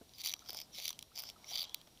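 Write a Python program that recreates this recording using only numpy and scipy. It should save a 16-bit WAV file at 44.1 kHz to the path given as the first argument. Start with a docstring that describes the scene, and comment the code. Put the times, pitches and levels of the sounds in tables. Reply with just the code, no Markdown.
"""Gritty scraping full of tiny clicks: a knife on a mussel shell, three pushes with two lighter pulls.
The edge grinds over fine grit and slips from ridge to ridge; each slip is a tiny crumble that makes
shell and blade ring. The tone changes with the way the edge bears on the shell, and at times it squeaks.
The shell knocks dully in the hand and the fingers rub. Rocks nearby add a weak echo,
and a faint outdoor hush lies underneath."""
import sys
import numpy as np
from scipy import signal
from scipy.fft import rfft, irfft
from scipy.io import wavfile
from scipy.ndimage import uniform_filter1d

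SR = 44100
rng = np.random.default_rng(int(sys.argv[2]) if len(sys.argv) > 2 else 0)


def inscribe(sig):
    """Save sig as 16-bit PCM at rate SR to the path in sys.argv[1].

    A 1-D sig is mono; a 2-D sig holds one channel per row.
    Samples are clipped to [-1, 1] before scaling.
    """
    pcm = np.round(np.clip(np.atleast_2d(sig).T, -1, 1) * 32767)
    wavfile.write(sys.argv[1], SR, pcm.astype(np.int16))


N = 88200

PUSH, PULL, DEEP, TAP = 0, 1, 2, 3  # the ways the edge can bear on the shell
# The tones that shell and blade ring at. Each row: pitch in Hz, width in Hz, then the relative
# level in dB on a push, a pull, a deep push and a free tap.
RING_TONES = [(670, 254, -17.5, -10, -13.5, -17.5), (1200, 220, -23, -32, -18, -15),
              (2277, 478, -7.5, -10, -9, -12.5), (3186, 420, -3, -5.5, -0.5, 0.5),
              (3570, 417, -3, -6, 2.5, -9), (3967, 390, -1, -10.5, -5, -1), (4642, 294, -1, 1, 5, -7),
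              (5196, 303, -9, 0, -10, -5), (5877, 466, -1, -4, -5, -7), (7176, 830, -14.5, -16, -20, -13.5),
              (8610, 490, -22, -16, -27.5, -16.5), (9940, 740, -8, -10.5, -20.5, -11.5),
              (11700, 1420, -15.5, -15.5, -24, -15.5), (13630, 1600, -10.5, -7.5, -21, -25),
              (14870, 500, -5.5, -5, -14.5, -7)]
# A ringing that moves as the edge travels along the shell. Each row: time in seconds, pitch in Hz.
GLIDE = [(.13, 5030), (.21, 4610), (.28, 4740), (.315, 6000), (.46, 6000), (.5, 5050), (.58, 5300),
         (.65, 5180), (.72, 5950), (.78, 4630), (.86, 4730), (.9, 6080), (1.15, 5800), (1.2, 5050),
         (1.3, 5400), (1.46, 5410), (1.505, 5810), (1.54, 4670), (1.62, 4580), (1.66, 3120), (1.78, 3580)]


def slips():
    """The edge slips off a ridge or taps the shell: a snap inside a tiny crumble sets it ringing."""
    # Each row: start in seconds, relative level in dB, treble boost in dB.
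    ridge_slips = [(0.0925, -59, -17), (0.1354, -55, -15), (0.1832, -52, -4), (0.2157, -45, -7),
                   (0.2358, -45, -7), (0.2399, -41, -8), (0.2479, -39, -3), (0.2547, -42, -4),
                   (0.2593, -35, -4), (0.2683, -39, -8), (0.2723, -34, -6), (0.2767, -40, -9),
                   (0.2861, -40, -8), (0.2936, -36, -8), (0.3008, -43, -9), (0.3046, -40, -13),
                   (0.3139, -44, -11), (0.3173, -43, -10), (0.3252, -45, -9), (0.3373, -32, -12),
                   (0.3635, -57, -10), (0.3918, -52, -16), (0.4606, -56, -12), (0.4879, -46, -10),
                   (0.4928, -41, -10), (0.504, -41, -5), (0.5304, -49, 2), (0.5459, -44, -5),
                   (0.5696, -44, -6), (0.5747, -46, -7), (0.5878, -41, -16), (0.6011, -44, -3),
                   (0.6145, -43, -8), (0.6187, -49, -10), (0.7845, -43, -10), (0.7994, -43, -9),
                   (0.8233, -46, -6), (0.8426, -44, -5), (0.8545, -35, -6), (0.8786, -34, -6),
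                   (0.8806, -39, -7), (0.8909, -37, -7), (0.9042, -39, -8), (0.9284, -46, -10),
                   (0.9899, -42, -9), (1.0097, -56, -16), (1.0255, -44, -7), (1.1551, -50, -7),
                   (1.1588, -45, -16), (1.1679, -46, -13), (1.1755, -42, -11), (1.1826, -46, -11),
                   (1.1884, -42, -4), (1.1931, -43, -3), (1.1959, -45, -3), (1.2015, -42, -5),
                   (1.2209, -51, 4), (1.2361, -46, -3), (1.2891, -47, -16), (1.2986, -44, -11),
                   (1.4433, -52, -25), (1.5546, -36, -13), (1.5572, -35, -20), (1.5626, -39, -18),
                   (1.574, -36, -15), (1.5806, -38, -12), (1.5884, -40, -17), (1.593, -35, -13),
                   (1.6059, -36, -19), (1.6163, -38, -12), (1.6286, -41, -8), (1.6398, -44, -14),
                   (1.6435, -47, -14), (1.6509, -48, -23), (1.6943, -50, -18), (1.7442, -34, -4),
                   (1.8132, -55, -11), (1.873, -60, -14), (1.9735, -60, -12)]
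    peak_s, width_s, slip_s = .0007, .0009, .003
    t = np.arange(SR // 50) / SR
    shape = np.exp(-((t - peak_s) / width_s) ** 2)
    out = np.zeros(N)
    for start, db, treble_db in ridge_slips:
        crumble = shape * rng.standard_normal(len(t)) * from_db(3 * rng.standard_normal(len(t)))
        crumble[np.argmax(shape)] += from_db(-3) * np.linalg.norm(crumble)  # the snap
        body, treble = shell(crumble, manner_at(start), -.1 * rng.standard_normal(len(RING_TONES)))
        click = rms_one(body) + from_db(treble_db + 2.5) * rms_one(treble)
        # set the level as if all the energy fell within slip_s
        add(out, start, from_db(db - 2) * np.sqrt(slip_s / t[-1]) * click)
    return out


def grinding():
    """The edge grinds over a stream of fine grains, louder the harder the blade is pressed."""
    # One list for each stroke. Each point: time in seconds, level in dB.
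    strokes = [
        [(.125, -83), (.14, -65.5), (.17, -64), (.21, -48), (.228, -63.5), (.25, -47.5), (.285, -45.5),
         (.32, -63), (.345, -78), (.43, -63.5)],
        [(.44, -71), (.495, -54.5), (.515, -60.5), (.575, -51.5), (.61, -59), (.66, -72)],
        [(.712, -82), (.748, -54.5), (.79, -50.5), (.815, -50.5), (.865, -47), (.90, -55), (.96, -69)],
        [(1.14, -74), (1.17, -53), (1.2, -54.5), (1.228, -58), (1.26, -55), (1.303, -59.5), (1.32, -75)],
        [(1.41, -71), (1.465, -66.5), (1.49, -51.5), (1.55, -44.5), (1.568, -56), (1.58, -46.5), (1.615, -46),
         (1.66, -61), (1.75, -73), (1.82, -70)],
    ]
    # The treble against the lower tones, in dB, on a push, a pull, a deep push and a tap.
    grit_treble_db = [-8, -9, -9, -32]
    grains_per_s, spread_db = 9000, 2
    t = np.arange(N) / SR
    force = sum(from_db(np.interp(t, *np.transpose(stroke), left=-120, right=-120)) for stroke in strokes)
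    sizes = from_db(spread_db * np.minimum(rng.exponential(1, N), 4)) * rng.choice([-1, 1], N)
    grains = sizes * (rng.random(N) < grains_per_s / SR) * judder()
    out, manners = 0, manner_at(t)
    for manner, treble_db in enumerate(grit_treble_db):
        body, treble = shell(grains, manner, np.zeros(len(RING_TONES)))
        share = uniform_filter1d(1.0 * (manners == manner), size=600)  # fade between manners
        out = out + share * (rms_one(body) + from_db(treble_db) * rms_one(treble))
    return force * out


def judder():
    """The edge sticks and lets go at an uneven pace: each cycle starts strong and dies away."""
    cycles_per_s, unevenness, fall_db, spread_db = 230, .35, 9.5, 2
    cycle = np.cumsum(cycles_per_s * np.exp(unevenness * drift(154.6))) / SR
    cycle_db = spread_db * np.clip(rng.standard_normal(N), -2, 2)[cycle.astype(int)]
    strength = from_db(cycle_db - fall_db * (cycle % 1))
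    return rms_one(uniform_filter1d(strength, size=30))


def manner_at(seconds):
    """How the edge bears on the shell at these times."""
    # Each row: start in seconds, manner (push, pull, deep push or tap).
    bearing = [(0, PUSH), (.44, PULL), (.69, PUSH), (.92, TAP), (1.1, PULL), (1.4, PUSH), (1.525, DEEP),
               (1.648, TAP)]
    starts, manners = np.transpose(bearing)
    return manners[np.searchsorted(starts, seconds, side="right") - 1].astype(int)


def shell(force, manner, scatter_db):
    """A force rings shell and blade. Returns the lower tones (the body) and the treble separately."""
    body, treble = 0, 0
    for k, ((hz, width_hz, *levels), own_db) in enumerate(zip(RING_TONES, scatter_db)):
        ring = (-1) ** k * from_db(levels[manner] + own_db) * resonate(force, hz, width_hz)
        ring = resonate(ring, hz, 2 * width_hz)  # cuts more of the sound far from this pitch
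        if hz < 8000:
            body = body + ring
        else:
            treble = treble + ring
    return body, treble


def glide_wave():
    """A pure wave at the gliding pitch, written as a point turning round a circle."""
    hz = np.interp(np.arange(N) / SR, *np.transpose(GLIDE))
    return np.exp(2j * np.pi * np.cumsum(hz) / SR)


def moving_edge(contact, width_hz=510):
    """The travelling edge brings out a narrow band of the scrape that glides along with it."""
    wave = glide_wave()
    r = np.exp(-np.pi * width_hz / SR)
    # shift the gliding pitch down to zero, smooth, and shift back up
    band = 2 * np.real(wave * signal.lfilter([1 - r], [1, -r], contact / wave))
    return contact + from_db(-2) * band


def blade(contact, width_hz=18.3):
    """The steel rings on faintly after each contact."""
    # Each row: pitch in Hz, level in dB against the contact sound.
    steel_tones = [(2349, -16), (3263, -9), (3435, -13), (3949, -10), (4625, -9), (5960, -13)]
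    return sum(from_db(db) * resonate(contact, hz, width_hz) for hz, db in steel_tones)


def squeaks(width_hz=150):
    """Where the edge glides lightly, friction makes only the gliding pitch sing."""
    # Each row: start in seconds, length in seconds, level in dB.
    light_touches = [(0.133, .04, -63), (.595, 0.049, -56), (0.721, 0.047, -57), (1.253, 0.065, -54),
                     (1.453, 0.088, -55), (1.66, .14, -64)]
    t = np.arange(N) / SR
    tone = rms_one(np.real(glide_wave() * (drift(width_hz) + 1j * drift(width_hz))))
    swells = sum(from_db(db) * np.sin(np.pi * np.clip((t - start) / length_s, 0, 1))
                 for start, length_s, db in light_touches)
    return tone * swells


def knocks():
    """Short dull bumps as the shell shifts in the hand."""
    # Each row: start in seconds, peak level in dB, pitch in Hz, width in Hz, fade time in seconds.
    bumps = [(0.012, -45.5, 244, 278, 0.0066), (.363, -59, 900, 700, .003),
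             (0.42, -57.5, 1330, 120, 0.0037), (0.459, -59.5, 1320, 118, 0.004),
             (.492, -46.5, 760, 480, 0.0037), (.497, -49.5, 310, 235, 0.0046),
             (.528, -48.5, 584, 298, 0.0047), (.546, -46, 684, 302, 0.0055), (.571, -57, 700, 500, 0.0025),
             (.782, -53, 643, 240, 0.019), (.9045, -48.5, 1080, 700, 0.0038),
             (1.115, -60, 1300, 200, 0.0092), (1.235, -47.5, 1070, 705, 0.0025),
             (1.36, -56, 1290, 148.8, 0.005), (1.4422, -49.5, 2230, 199, 0.0011),
             (1.51, -48, 740, 247, 0.026), (1.554, -52.5, 580, 198, 0.006), (1.872, -55, 650, 580, 0.0054)]
    out, t = np.zeros(N), np.arange(SR // 10) / SR
    for start, db, hz, width_hz, fade_s in bumps:
        push = rng.standard_normal(len(t)) * np.exp(-t / fade_s)
        knock = resonate(resonate(push, hz, width_hz), hz, 2 * width_hz)
        add(out, start, from_db(db) * knock / np.abs(knock).max())
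    return out


def rubbing(hz=667, width_hz=810):
    """Skin rubs dully on shell and handle as the grip tightens and loosens."""
    # Each row: time in seconds, level in dB.
    rub_levels = [(0, -79), (.15, -80.5), (.26, -68), (.38, -73), (.44, -69), (.61, -72.5), (.68, -74),
                  (.75, -76.5), (.9, -76), (.98, -74), (1.13, -82), (1.2, -66.5), (1.33, -73.5),
                  (1.45, -69), (1.58, -68), (1.7, -67.5), (1.86, -78), (2, -81)]
    noise = resonate(resonate(rng.standard_normal(N), hz, width_hz), hz, width_hz)
    return from_db(np.interp(np.arange(N) / SR, *np.transpose(rub_levels))) * rms_one(noise)


def rocks(sound, level_db=-38, fade_s=.3):
    """The rough stone around scatters back a weak, short echo."""
    t = np.arange(SR // 2) / SR
    tail = rng.standard_normal(len(t)) * from_db(-60 * t / fade_s)
    return from_db(level_db) * signal.fftconvolve(sound, tail / np.linalg.norm(tail))[:N]


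def hush(level_db=-65.5, waver_db=.7, whine_db=-76.5):
    """Faint outdoor noise that wavers a little, with a thin high tone in it."""
    # The tone colour of the hush. Each row: frequency in Hz, relative level in dB.
    hush_colour = [(20, -3.5), (45, 2), (85, 5), (170, 2), (300, -1), (480, -6), (750, -6.5), (1100, -15.5),
                   (1650, -16.5), (2600, -12.5), (4000, -7.5), (5500, -12.5), (7500, -16), (11500, -15.5),
                   (15100, -17.5), (16000, -44)]
    hz, db = np.transpose(hush_colour)
    frequencies = np.arange(N // 2 + 1) * SR / N
    colour = from_db(np.interp(np.log(frequencies + 1), np.log(hz), db))
    air = rms_one(irfft(rfft(rng.standard_normal(N)) * colour, N))
    level = from_db(level_db + waver_db * drift(13.8))
    whine = rms_one(resonate(rng.standard_normal(N), hz=5650, width_hz=16))
    return level * air + from_db(whine_db) * whine


def resonate(x, hz, width_hz):
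    """Let a sound ring at one pitch; the smaller the width, the longer it rings."""
    r = np.exp(-np.pi * width_hz / SR)
    feedback = [1, -2 * r * np.cos(2 * np.pi * hz / SR), r * r]
    return signal.lfilter(np.array([1, 0, -1]) * (1 - r * r) / 2, feedback, x + 1e-18)


def drift(rate_hz):
    """A smooth random wobble of typical size 1; a higher rate wobbles faster."""
    r = np.exp(-2 * np.pi * rate_hz / SR)
    return rms_one(signal.lfilter([1], [1, -2 * r, r * r], rng.standard_normal(2 * N))[N:])


def from_db(db):
    """Turn decibels into a number to multiply by."""
    return 10 ** (np.asarray(db) / 20)


def rms_one(x):
    """Scale a signal so that its average strength (rms) is 1."""
    return x / np.sqrt(np.mean(x ** 2) + 1e-20)


def add(out, start_s, sound):
    """Mix a sound in at a given time."""
    i = max(int(start_s * SR), 0)
    out[i:i + len(sound)] += sound[:max(N - i, 0)]


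def scene():
    """Knife and shell close by, in the open air."""
    contact = moving_edge(grinding() + slips())
    near = contact + blade(contact) + squeaks() + knocks() + rubbing()
    return (near + rocks(near) + hush())[None]


def record(dry):
    """Cut away the very highest treble."""
    cutoff_hz = 16600
    return signal.sosfilt(signal.ellip(10, .2, 70, cutoff_hz, fs=SR, output="sos"), dry)


dry = scene()
out = record(dry)
inscribe(out)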